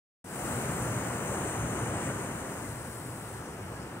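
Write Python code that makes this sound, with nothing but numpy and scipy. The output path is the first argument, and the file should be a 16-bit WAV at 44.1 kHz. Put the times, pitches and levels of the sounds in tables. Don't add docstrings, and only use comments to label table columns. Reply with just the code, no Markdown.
import sys
import numpy as np
from scipy import signal
from scipy.fft import rfft, irfft
from scipy.io import wavfile

SR = 44100
rng = np.random.default_rng(int(sys.argv[2]) if len(sys.argv) > 2 else 0)


def bounce(signal):
    frames = np.transpose(np.atleast_2d(signal))
    limited = np.clip(frames, -1, 1)
    pcm = np.round(limited * 32767).astype(np.int16)
    wavfile.write(sys.argv[1], SR, pcm)


def voltage_ratio(level):
    return 10 ** (np.asarray(level, float) / 20)


N = 176400
OPENS_S, OPEN_RAMP_S = 0.2415, 0.0024


def table(rows, col, hz):
    rows = np.array(rows, float)
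    return np.interp(np.log(hz + 1), np.log(rows[:, 0]), rows[:, col])


def walk(rate_hz):
    at = np.arange(N) * rate_hz / SR
    i = at.astype(int)
    part = at - i
    levels = rng.standard_normal(200)
    return 1.15 * (levels[i] + (levels[i + 1] - levels[i]) * part ** 2 * (3 - 2 * part))


def bursts(per_s, size_db):
    u = (2 * rng.random((2, N)) - 1) * SR / per_s
    born = abs(u) < 1
    size = (abs(u) + 1e-9) ** (-size_db * np.log(10) / 20)
    x = born * np.sign(u) * size
    return x / x.std()


def water(colour_db, ports, lo_hz, hi_hz, crowd, size_db, flicker_db, flicker_hz):
    hz = np.arange(N // 2 + 1) * SR / N
    thirds = 3 * np.log2(hz / lo_hz + 1e-9)
    parts = 0
    swell_db = 0.2 * walk(2.71)
    for k in range(int(3 * np.log2(hi_hz / lo_hz)) + 1):
        band = np.cos(np.pi / 2 * np.clip(thirds - k, -1, 1))
        per_s = min(crowd * lo_hz * 2 ** (k / 3), SR / 2)
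        births = bursts(per_s, size_db)
        parts = parts + band * rfft(births * voltage_ratio(swell_db + flicker_db * walk(flicker_hz)))
    left, other = parts * voltage_ratio(colour_db(hz))
    like = np.clip(table(ports, 3, hz), 0, 1)
    shared = like * left * np.exp(-1j * table(ports, 2, hz))
    right = (shared + np.sqrt(1 - like ** 2) * other) * voltage_ratio(-table(ports, 1, hz))
    out = irfft(np.array([left, right]), N)
    return out / out[0].std()


def bump(hz, at_hz, width_hz, db):
    return db / (1 + (2 * (hz - at_hz) / width_hz) ** 2)


# frequency in Hz, density in dB per Hz.
ROAR_COLOUR = [(30, -30), (60, -10.5), (200, -4), (400, -6.5), (800, -13), (1400, -12), (2300, -23.5),
               (3400, -34)]
# frequency in Hz, left over right in dB, left lead in radians, likeness 0-1.
LOW_PORTS = [(150, .3, .1, .993), (430, 2.5, .3, .96), (740, -2.5, 0, .74), (950, -1, .6, .82),
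             (1350, 3.5, 1.1, .66), (1850, 0, .35, .55), (2300, -1, 1.6, .3), (3000, 2, 2.7, .55)]


def roar():
    def colour_db(hz):
        return table(ROAR_COLOUR, 1, hz) + bump(hz, at_hz=2956, width_hz=590, db=6.5)
    return water(colour_db, LOW_PORTS, 25, 4200, crowd=2.5, size_db=2.0, flicker_db=0.5, flicker_hz=14)


# frequency in Hz, density in dB per Hz.
SPRAY_COLOUR = [(2500, -29), (4300, -12.5), (6800, -9), (7900, 1), (9600, -0.5), (12000, -13.5),
                (13500, -10), (15700, -11.5)]
# frequency in Hz, left over right in dB, left lead in radians, likeness 0-1.
HISS_PORTS = [(3000, 0.82, 6.1, 0.49), (4200, 2.9, 2.96, 0.69), (6550, 9.9, 6, 0.32), (8300, 15, 5.6, 0.56),
              (10000, 9.7, 5.9, 0.56), (11300, 0.83, 15, 0.27), (13000, 4.3, 3.6, .3), (16000, 3.8, 14, .3)]


def spray():
    return water(lambda hz: table(SPRAY_COLOUR, 1, hz), HISS_PORTS, 3250, 17000,
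                 crowd=1.1, size_db=2.0, flicker_db=0.47, flicker_hz=15)


# frequency in Hz, density in dB per Hz.
SPILL_COLOUR = [(4800, -29), (6000, -7), (7200, -4), (8400, -0.5), (9600, -4), (11500, -23.5),
                (13500, -17.5), (15700, -17.5)]
# frequency in Hz, left over right in dB, left lead in radians, likeness 0-1.
WHEEL_PORTS = [(4480, 2.4, 3.1, 0.96), (6000, 7, 4, 1), (7200, 9.6, 3.9, 0.35), (8250, 15, 7.2, 0.31),
               (9600, 15, 4.3, 0.51), (10700, 4.6, 1.6, 0.56), (12000, 1, 2.6, .2), (14000, 5.5, 8, .2)]


def spill():
    return water(lambda hz: table(SPILL_COLOUR, 1, hz), WHEEL_PORTS, 4130, 17000,
                 crowd=0.99, size_db=1.5, flicker_db=1.3, flicker_hz=10.7)


# frequency in Hz, density in dB per Hz.
HOLLOW_COLOUR = [(50, -12), (75, -10.5), (100, -5), (120, 1), (140, -7), (180, -10.5), (260, -30)]


def hollow():
    return water(lambda hz: table(HOLLOW_COLOUR, 1, hz), LOW_PORTS, 60, 250,
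                 crowd=3, size_db=1.0, flicker_db=-0.3, flicker_hz=7.2)


# frequency in Hz, density in dB per Hz.
STEADY_HISS_COLOUR = [(1800, -7), (3000, -2), (4300, 0), (5500, 1.5), (7000, 0), (9000, -1)]


def steady_hiss(t):
    level_db, settle_s = -57.5, 0.048
    hiss = water(lambda hz: table(STEADY_HISS_COLOUR, 1, hz), HISS_PORTS, 2460, 8500,
                 crowd=2.3, size_db=1.3, flicker_db=3.5, flicker_hz=5.5)
    since_open_s = np.clip(t - OPENS_S, 0, None)
    return hiss * voltage_ratio(level_db) * (1 - 0.2 * np.exp(-since_open_s / settle_s))


# start in seconds, pitch in Hz, level in dB, length in seconds.
PLOP_EVENTS = [
    (0.6925, 139, -28, 0.0057),
    (2.64, 2055, -49.5, 0.01),
    (3.76, 1650, -46, 0.0078),
]


def plops(t):
    out = np.zeros(N)
    for start_s, hz, db, length_s in PLOP_EVENTS:
        u = np.clip(t - start_s, 0, None) / length_s
        swell = np.e * u * np.exp(-u)
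        out += voltage_ratio(db) * swell * np.sin(2 * np.pi * hz * length_s * u)
    return out


# time in seconds, then roar, spray, spill and hollow in dB.
FLOW_LEVELS = [(.24, -49, -51.5, -64, -55), (.3, -40.5, -46.5, -55, -52), (.36, -37, -42, -45, -51),
               (.5, -33.5, -40.5, -41, -41), (.9, -33.5, -44.5, -40.5, -38),
               (1.2, -33.5, -49, -39.5, -43.5), (1.5, -33.5, -50, -39.5, -39.5),
               (1.8, -34, -50, -40.5, -36.5), (2.07, -33.5, -57, -40, -40), (2.16, -35.5, -49, -43.5, -40),
               (2.45, -37.5, -47.5, -45, -51), (2.7, -40, -45.5, -49, -42.5), (3.0, -42, -45.5, -69, -46),
               (3.37, -41, -46.5, -68, -46.5), (3.42, -42, -50.5, -70, -49.5),
               (3.75, -41, -51.5, -68, -41.5), (4, -41.5, -53.5, -61, -49)]


def scene():
    t = np.arange(N) / SR
    flow = np.array(FLOW_LEVELS)
    mix = np.zeros((2, N))
    for k, layer in enumerate((roar(), spray(), spill(), hollow())):
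        mix += layer * voltage_ratio(np.interp(t, flow[:, 0], flow[:, k + 1]))
    return mix + plops(t) + steady_hiss(t)


def top_cut(x):
    return signal.sosfilt(signal.butter(12, 16410, fs=SR, output="sos"), x)


def record(dry):
    gate = np.clip((np.arange(N) / SR - OPENS_S) / OPEN_RAMP_S, 0, 1)
    low_pass = signal.ellip(12, 0.2, 70, 15715, fs=SR, output="sos")
    return top_cut(signal.sosfilt(low_pass, dry * gate))


dry = scene()
out = record(dry)
bounce(out)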